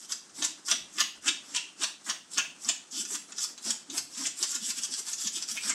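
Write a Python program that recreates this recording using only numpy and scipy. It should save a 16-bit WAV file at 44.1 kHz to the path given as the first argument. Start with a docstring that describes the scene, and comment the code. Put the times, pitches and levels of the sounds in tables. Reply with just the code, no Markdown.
"""The corner of a tiled room: a small dog digs at a bristly doormat, in single hard strokes at first,
then with both paws in turn. Each paw drags through the crackling pile until the claws tear free with
a snap; deep strokes rasp and zip over the weave. Underneath, the pad rubs with a hollow sound, the mat
knocks back on the tiles and a paw lands with a soft thud. The near walls ring briefly over a faint
hush, and one thin squeak slips out midway."""
import sys
import numpy as np
from scipy import signal
from scipy.fft import rfft, irfft, next_fast_len
from scipy.io import wavfile
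from scipy.ndimage import uniform_filter1d

SR = 44100
rng = np.random.default_rng(int(sys.argv[2]) if len(sys.argv) > 2 else 0)


def generate_wav(signal):
    """Clip the signal to [-1, 1] and save it as 16-bit WAV at the path in sys.argv[1]."""
    frames = np.transpose(np.atleast_2d(signal))
    scaled = np.clip(frames, -1, 1) * 32767
    pcm = np.round(scaled).astype(np.int16)
    wavfile.write(sys.argv[1], SR, pcm)


N = 253218
TIME = np.arange(N) / SR

# paw strokes: (tear time [s], drag length [s], drag [dB], tear [dB], scuff [dB], rasp [dB], snap [dB])
PAW_STROKES = [(.049, 0.07, -43.5, -58, -82, -77, -53), (.121, 0.033, -37.5, -30, -51, -44, -11),
               (.447, 0.087, -38.5, -24.5, -45, -35, -6), (0.7136, 0.053, -34, -26.5, -49.5, -24.5, -3.5),
               (1.004, 0.075, -42.5, -26, -51.5, -23, -4), (1.2806, 0.052, -40, -25, -43.5, -23.5, -5.5),
               (1.562, 0.11, -46.5, -30.5, -62, -29, -8.5), (1.835, 0.045, -37.5, -24, -42, -26, -7.5),
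               (2.098, 0.048, -38, -34.5, -43, -26, -10), (2.3808, .066, -39, -31, -61, -21, -5.5),
               (2.6889, 0.078, -40, -30, -50.5, -24, -1.5), (3.014, 0.085, -32.5, -37.5, -55, -64, -34),
               (3.149, .069, -37, -34, -47, -37, -14.5), (3.44, 0.069, -33, -39, -53, -39, -10),
               (3.705, 0.073, -33.5, -26.5, -45.5, -36.5, -10), (3.979, 0.061, -34.5, -24.5, -46, -36, -10),
               (4.266, 0.13, -35.5, -25.5, -48, -44, -14.5), (4.434, 0.061, -34, -41, -46.5, -34, -18),
               (4.52, 0.045, -32, -56, -79, -43, -37), (4.555, 0.012, -29.5, -34, -77, -35, -15.5),
               (4.704, 0.087, -31, -25, -73, -36, -14), (4.787, 0.035, -35, -37, -79, -40.5, -32),
               (4.846, 0.027, -32.5, -34, -79, -45, -17.5), (4.939, 0.032, -34, -31.5, -64, -47, -30),
               (4.993, .041, -34.5, -27.5, -58.5, -68, -19), (5.087, 0.036, -39, -33.5, -51.5, -43.5, -37),
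               (5.132, 0.034, -37.5, -38, -74, -45, -11), (5.214, 0.044, -36.5, -31.5, -55, -45, -32),
               (5.272, 0.051, -34, -33.5, -59, -39, -9), (5.378, 0.047, -31.5, -45, -59, -43, -40),
               (5.4239, 0.017, -41, -35.5, -62, -41.5, -13.5), (5.52, 0.042, -30, -43, -69, -63, -29),
               (5.568, 0.024, -36, -42, -48.5, -34, -18), (5.697, 0.088, -32.5, -32.5, -47, -27.5, -7.5)]
# a stray claw snags a tuft: (time [s], rasp [dB], snap [dB])
CLAW_SNAGS = [(.2956, -56, -37), (.424, -30, -10.5), (0.684, -32.5, -12), (0.984, -30.5, -14.5),
              (1.5484, -33.5, -15), (1.8134, -47, -22), (2.3744, -44, -14), (2.6467, -63, -16),
              (2.9761, -56, -21), (3.051, -45, -17), (3.3214, -47.5, -22), (3.3828, -40.5, -13.5),
              (3.578, -45.5, -26.5), (3.9, -41.5, -19), (4.256, -35.5, -25), (4.4272, -45, -6),
              (4.835, -68, -10.5), (5.487, -65, -15.5)]
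# tone of a snapping fibre: (frequency [Hz], level [dB])
SNAP_SPECTRUM = [(300, -68), (1400, 4), (3400, -16), (4400, 9), (5600, 13), (7800, 9.5), (9500, -0.5),
                 (15500, -102)]


def undb(db):
    """Decibels to gain."""
    return 10 ** (np.asarray(db) / 20)


def along(points, hz):
    """Read (Hz, value) points on a log-frequency axis."""
    at, value = np.transpose(points)
    return np.interp(np.log(np.maximum(hz, 1)), np.log(at), value)


def ring(x, response):
    """Pass x through a response scaled to unit energy."""
    return signal.fftconvolve(x, response / np.linalg.norm(response))[:N]


def colour(x, points, size=4096):
    """Causal filter with the given spectral shape, so that clicks keep a sharp front."""
    gain = undb(along(points, np.fft.rfftfreq(size, 1 / SR)))
    cepstrum = irfft(np.log(gain))
    cepstrum[1:size // 2] *= 2
    cepstrum[size // 2 + 1:] = 0
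    return ring(x, irfft(np.exp(rfft(cepstrum))))


def resonate(x, resonances):
    """Ring a set of damped resonances with x."""
    t = TIME[:SR // 5]
    response = sum(undb(db) * width * np.exp(-np.pi * width * t) * np.cos(2 * np.pi * hz * t)
                   for hz, width, db in resonances)
    return ring(x, response)


def wander(rate):
    """Smooth random drift of unit spread that changes about rate times a second."""
    span = max(int(SR / rate), 1)
    x = uniform_filter1d(uniform_filter1d(rng.standard_normal(N), span), span)
    return x / x.std()


def crackle(rate, scatter_db, clump_db):
    """Fibres flicking past a claw: tiny clicks of uneven size that come in clumps; rms 1."""
    clicks = (rng.random(N) < rate / SR) * rng.choice([-1, 1], N)
    scatter = scatter_db * np.clip(rng.standard_normal(N), -2, 2)
    clumps = clump_db * np.clip(wander(330), -2, 2)
    x = clicks * undb(scatter + clumps)
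    return x / x.std()


def hush():
    """A faint, slightly restless bed of noise."""
    # room tone: (frequency [Hz], level [dB])
    hush_spectrum = [(90, -37), (200, -14.5), (300, -15), (480, -23), (700, -22.5), (1400, -20.5),
                     (3000, -30), (6000, -21), (8500, -22.5), (11000, -40), (15500, -63)]
    return undb(-56.5 + 2.4 * wander(36)) * colour(rng.standard_normal(N), hush_spectrum)


def echoes(first_s=.0022, early_s=.012, build_s=.024, late_db=-4, bands=12):
    """The room's answer to one spot: a quick spatter off floor and corner, then the whole room's ring."""
    # decay of the tiled room: (frequency [Hz], time to fall 60 dB [s])
    decay_times = [(150, 1), (500, 0.46), (1200, 0.21), (2800, 0.38), (7000, 0.25), (13000, 0.3)]
    t = TIME[:SR * 2 // 3]
    early = rng.standard_normal(len(t)) * (t > first_s) * np.exp(-t / early_s)
    noise, hz = rfft(rng.standard_normal(len(t))), np.fft.rfftfreq(len(t), 1 / SR)
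    centres = np.geomspace(decay_times[0][0], decay_times[-1][0], bands)
    late = 0
    for centre, pick in zip(centres, np.eye(bands)):
        band = irfft(noise * along(np.c_[centres, pick], hz), len(t))
        late += band * np.exp(-np.log(1000) * t / along(decay_times, centre))
    late *= 1 - np.exp(-t / build_s)
    return early / np.linalg.norm(early) + undb(late_db) * late / np.linalg.norm(late)


def room(x, moves_per_s=9, spots=4):
    """Direct sound and echoes; the paws move from spot to spot, so the echoes keep changing colour."""
    shares = np.array([wander(moves_per_s) for _ in range(spots)])
    shares /= np.linalg.norm(shares, axis=0)
    reflected = sum(signal.fftconvolve(x * share, echoes())[:N] for share in shares)
    return undb(-5) * (x + reflected)


def squeak(start_s=3.17, from_hz=9400, to_hz=11200, glide_s=.097, swell_s=.039, level_db=-60):
    """A faint, thin squeak glides up and dies away while the dog shifts its stance."""
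    age = np.maximum(TIME - start_s, 0)
    glide = to_hz + (from_hz - to_hz) * np.exp(-age / glide_s)
    hz = glide * (1 + .002 * wander(300))
    swell = age / swell_s * np.exp(1 - age / swell_s)
    return undb(level_db) * swell * np.sin(2 * np.pi * np.cumsum(hz) / SR)


def steps(press_s=.023):
    """A soft pad lands on the mat with a dull thud."""
    # paw landings: (time [s], level [dB])
    landings = [(.314, -61), (.794, -53.5), (1.161, -56.5), (3.965, -54), (4.24, -58.5)]
    # tone of the thud: (frequency [Hz], level [dB])
    thud_spectrum = [(25, 17), (60, 2), (130, 6), (200, 4.5), (300, -10), (600, -0.5), (2000, -42)]
    push = np.zeros(N)
    for s, db in landings:
        age = np.clip((TIME - s) / press_s, 0, 20)
        push += undb(db) * age * np.exp(1 - age)
    return colour(push * rng.standard_normal(N), thud_spectrum)


def knocks(hollow_hz=660, swell_s=.0068, body_hz=300, body_db=-4):
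    """The lifted mat drops on its cushion of air: a brief hollow note over the backing's dull body."""
    # the mat meets the tiles: (time [s], level [dB])
    drops = [(.422, -48), (.457, -60), (0.719, -46), (1.008, -50.5), (1.828, -51), (2.692, -47.5),
             (3.676, -44.5), (4.259, -50), (4.428, -51.5), (5.554, -56), (5.696, -51)]
    out = np.zeros(N)
    wobbly_time = np.cumsum(1 + .06 * wander(400)) / SR
    for s, db in drops:
        near = (TIME > s) & (TIME < s + 10 * swell_s)
        age, phase = (TIME[near] - s) / swell_s, 2 * np.pi * wobbly_time[near]
        tone = np.sin(hollow_hz * phase) + undb(body_db) * np.sin(body_hz * phase)
        out[near] += undb(db) * age * np.exp(1 - age) * tone
    return out


def rubs(unsteadiness=.15, landing_skew=.7):
    """The pad sticks and slips at an unsteady rate: a hollow rub that shakes the mat's backing."""
    # pad rubs: (middle [s], length [s], level [dB], slip rate [Hz])
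    pad_rubs = [(0.425, 0.095, -43, 299.3), (0.738, 0.12, -49, 300), (1.006, 0.13, -49, 297),
                (1.291, 0.086, -41.5, 290), (1.538, 0.037, -51.5, 261), (1.822, 0.055, -46.5, 346),
                (2.097, 0.048, -49, 272), (2.388, 0.057, -46, 242), (2.69, 0.1, -50.5, 257),
                (3.009, 0.18, -49, 279), (3.152, 0.092, -47, 323.7), (3.696, 0.1, -45, 258),
                (3.936, 0.11, -43.5, 284), (4.216, 0.09, -43, 291), (4.427, 0.066, -50, 322),
                (4.575, 0.051, -48.5, 281), (4.638, 0.067, -48, 243), (4.691, 0.031, -48.5, 277),
                (4.797, 0.069, -52.5, 215), (4.933, 0.049, -49.5, 258), (5.002, 0.04, -53.5, 378),
                (5.258, 0.039, -45.5, 295), (5.386, 0.1, -52, 285), (5.553, 0.1, -50.5, 250),
                (5.693, 0.11, -46, 253.6)]
    # resonances of the backing: (frequency [Hz], width [Hz], level [dB])
    backing_modes = [(216.5, 14, 23), (289, 9.3, 16), (354, 8.9, -5), (646, 35, 1)]
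    press, slips = np.zeros((2, N))
    wobbly_time = np.cumsum(np.exp(unsteadiness * wander(131))) / SR
    for s, length, db, hz in pad_rubs:
        near = np.abs(TIME - s) < length / 2
        progress = np.clip((TIME[near] - s) / length + .5, 0, 1)
        weight = undb(db) * np.sin(np.pi * progress ** landing_skew)  # comes on faster than it leaves
        press[near] += weight
        slips[near] += weight * np.sin(2 * np.pi * hz * wobbly_time[near])
    backing = resonate(press * crackle(rate=720, scatter_db=-.5, clump_db=9.5), backing_modes)
    return slips * undb(1.8 * wander(140)) + undb(-8.5) * backing


def zips(width_s=.005, slowing_per_s=4.21, overtone_db=-14):
    """A freed claw ticks over the weave's ribs so fast that it gives a hoarse chirp, slowing as it goes."""
    # claw skids: (middle [s], rib rate [Hz], level [dB])
    skids = [(.728, 3530, -23), (1.017, 2640, -23), (1.292, 3500, -17), (1.58, 2700, -20),
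             (2.387, 1633, -27), (2.396, 2640, -17), (4.256, 2750, -29), (5.577, 2473, -20.5),
             (5.714, 2124, -20.5)]
    out = np.zeros(N)
    uneven = 1 + .08 * wander(2200)
    grip = undb(4 * np.clip(wander(900), -2, 2))
    for s, hz, db in skids:
        near = np.abs(TIME - s) < 4 * width_s
        t = TIME[near] - s
        phase = 2 * np.pi * np.cumsum(hz * uneven[near] * (1 - slowing_per_s * t)) / SR
        chirp = np.sin(phase) + undb(overtone_db) * np.sin(2 * phase)
        out[near] += undb(db) * np.exp(-.5 * (t / width_s) ** 2) * chirp
    return undb(-7) * out * grip


def snaps(pitch_hz=5900, pitch_spread=.1, stretch_s=.00089, click_s=.00024, spray_s=.0024):
    """A hooked tuft stretches and lets go with one sharp click, and its neighbours flick after it."""
    clicks, releases = np.zeros((2, N))
    t = TIME[:SR // 40]
    age = t - stretch_s
    pulse = np.exp(-.5 * (age / click_s) ** 2)
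    for s, *_, db in list(PAW_STROKES) + list(CLAW_SNAGS):
        start = int(s * SR)
        hz = pitch_hz * np.exp(pitch_spread * rng.standard_normal())
        clicks[start:start + len(t)] += undb(db) * pulse * np.sin(2 * np.pi * hz * age)
        releases[int((s + stretch_s) * SR)] += undb(db)
    flicks = crackle(rate=6000, scatter_db=4, clump_db=1)
    spray = ring(releases, np.exp(-t / spray_s)) * flicks
    return undb(-2) * clicks + undb(6) * colour(spray, SNAP_SPECTRUM)


def dragging(touch, lift, landing_share=.98, swell_db=2, lift_s=.007):
    """Pressure of a dragging paw, 0-1: it lands, pulls ever harder and leaves quickly."""
    length = max(lift - touch, .005)
    landing = np.clip((TIME - touch) / (landing_share * length) + .5, 0, 1)
    slack = np.clip((lift - TIME) / length, 0, 1)
    release = np.exp(-np.clip((TIME - lift) / lift_s, 0, 20))
    return np.sin(np.pi / 2 * landing) ** 2 * undb(-swell_db * slack) * release


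def rolling(touch, lift, early_s=.00093, late_s=.021):
    """Weight on the pad, 0-1: it rolls on just before the drag, peaks midway and rolls off just after."""
    progress = np.clip((TIME - touch + early_s) / (lift - touch + early_s + late_s), 0, 1)
    return (4 * progress * (1 - progress)) ** 1.3


def tearing(free, rise_s, hold_s=.0027, fall_s=.0049):
    """The burst of a tear, 0-1: tension mounts, the claws rip through, the last fibres let go."""
    age = TIME - free
    return np.exp(-np.clip(np.maximum(-age / rise_s, (age - hold_s) / fall_s), 0, 20))


def strokes(tear_rise_s=.014, abrupt_db=26, bite_lag_s=.0033):
    """Bristle, rasp and scuff envelopes: each stroke drags and then tears, and snags rasp on the way."""
    bristle, rasp, scuff = np.zeros((3, N))
    for free, length, drag_db, tear_db, scuff_db, rasp_db, snap_db in PAW_STROKES:
        # a firmly hooked claw lets go without warning: a snap abrupt_db over its tear halves the rise
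        rise_s = tear_rise_s / (1 + undb(snap_db - tear_db - abrupt_db) ** 2)
        drag = dragging(free - length, free)
        pad = rolling(free - length, free)
        tear = tearing(free, rise_s)
        bite = tearing(free + bite_lag_s, rise_s) ** .91  # the rasp peaks just after the release
        bristle += np.hypot(undb(drag_db) * drag, undb(tear_db) * tear)
        rasp += np.hypot(undb(drag_db - 21) * drag, undb(rasp_db) * bite)
        scuff += undb(scuff_db) * np.hypot(undb(-4) * pad, undb(1) * tear)
    for s, rasp_db, _ in CLAW_SNAGS:
        rasp += undb(rasp_db) * tearing(s, rise_s=.0035)
    return bristle, rasp, scuff


def claw_angle(scrape, depth_db=3, changes_per_s=24.5, bands=12):
    """The claws' angle keeps shifting the colour of the scrape: each band swells and fades on its own."""
    centres = np.geomspace(700, 11000, bands)
    size = next_fast_len(N)
    spectrum, hz = rfft(scrape, size), np.fft.rfftfreq(size, 1 / SR)
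    out = 0
    for pick in np.eye(bands):
        band = irfft(spectrum * along(np.c_[centres, pick], hz), size)[:N]
        gain = undb(depth_db * np.clip(wander(changes_per_s), -2, 2))
        out += band * gain / np.sqrt(np.mean(gain ** 2))
    return out


def scratching(bristle, rasp, scuff):
    """Bristles crackle, lone fibres tick above them, claws rasp on the weave and the pad scuffs along."""
    # bright crackle of the pile: (frequency [Hz], level [dB])
    pile_spectrum = [(500, -44.5), (1400, -30), (2300, -21.5), (3400, -3.5), (4200, -9), (5500, 2.5),
                     (6500, -2), (7800, 4), (8800, -5), (10000, -12.5), (11300, -11), (12300, -26.5),
                     (14400, -21.5), (15800, -87)]
    # midrange rasp of the weave: (frequency [Hz], level [dB])
    weave_spectrum = [(200, -82), (500, -14), (680, -9), (850, -9.5), (1100, 7), (1430, 7), (1750, 10),
                      (2050, 5), (2600, 11), (3500, 10.5), (7000, -5), (12000, -113)]
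    # fixed resonances that ring in the rasp: (frequency [Hz], width [Hz], level [dB])
    rasp_modes = [(1430, 70, -1), (1740, 60, -2), (2645, 70, 1), (2950, 60, -5), (3450, 260, -6)]
    # darker scuff of the pad: (frequency [Hz], level [dB])
    pad_spectrum = [(150, -43), (300, 7.5), (480, -4.5), (660, 5.5), (1300, 13), (2200, 9), (5000, -20.5)]
    pile = colour(bristle * crackle(rate=7000, scatter_db=4.5, clump_db=2), pile_spectrum)
    weave = colour(rasp * crackle(rate=2000, scatter_db=1, clump_db=2), weave_spectrum)
    ringing = resonate(rasp * crackle(rate=2200, scatter_db=3, clump_db=2), rasp_modes)
    ticks = colour(bristle * crackle(rate=160, scatter_db=3, clump_db=1), SNAP_SPECTRUM)
    pad = colour(scuff * crackle(rate=1300, scatter_db=3, clump_db=3), pad_spectrum)
    return claw_angle(undb(1) * pile + weave + undb(-6) * ringing + undb(-11) * ticks + undb(4.5) * pad)


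def scene():
    """The digging dog in its room; the dull sounds of the mat stay drier than the scratching."""
    sharp = scratching(*strokes()) + snaps() + zips()
    dull = rubs() + steps() + knocks() + knocks()  # two knock layers, each with its own wobble
    digging = room(sharp + undb(-9) * dull) + undb(-3) * dull
    return (digging + squeak() + hush())[None]


def record(dry, low_cut_hz=85, top_hz=15850):
    """A small microphone loses the deep bass, and a steep filter cuts the very top."""
    thin = signal.sosfilt(signal.butter(2, low_cut_hz, "high", fs=SR, output="sos"), dry)
    return signal.sosfilt(signal.ellip(8, .2, 70, top_hz, fs=SR, output="sos"), thin)


dry = scene()
out = record(dry)
generate_wav(out)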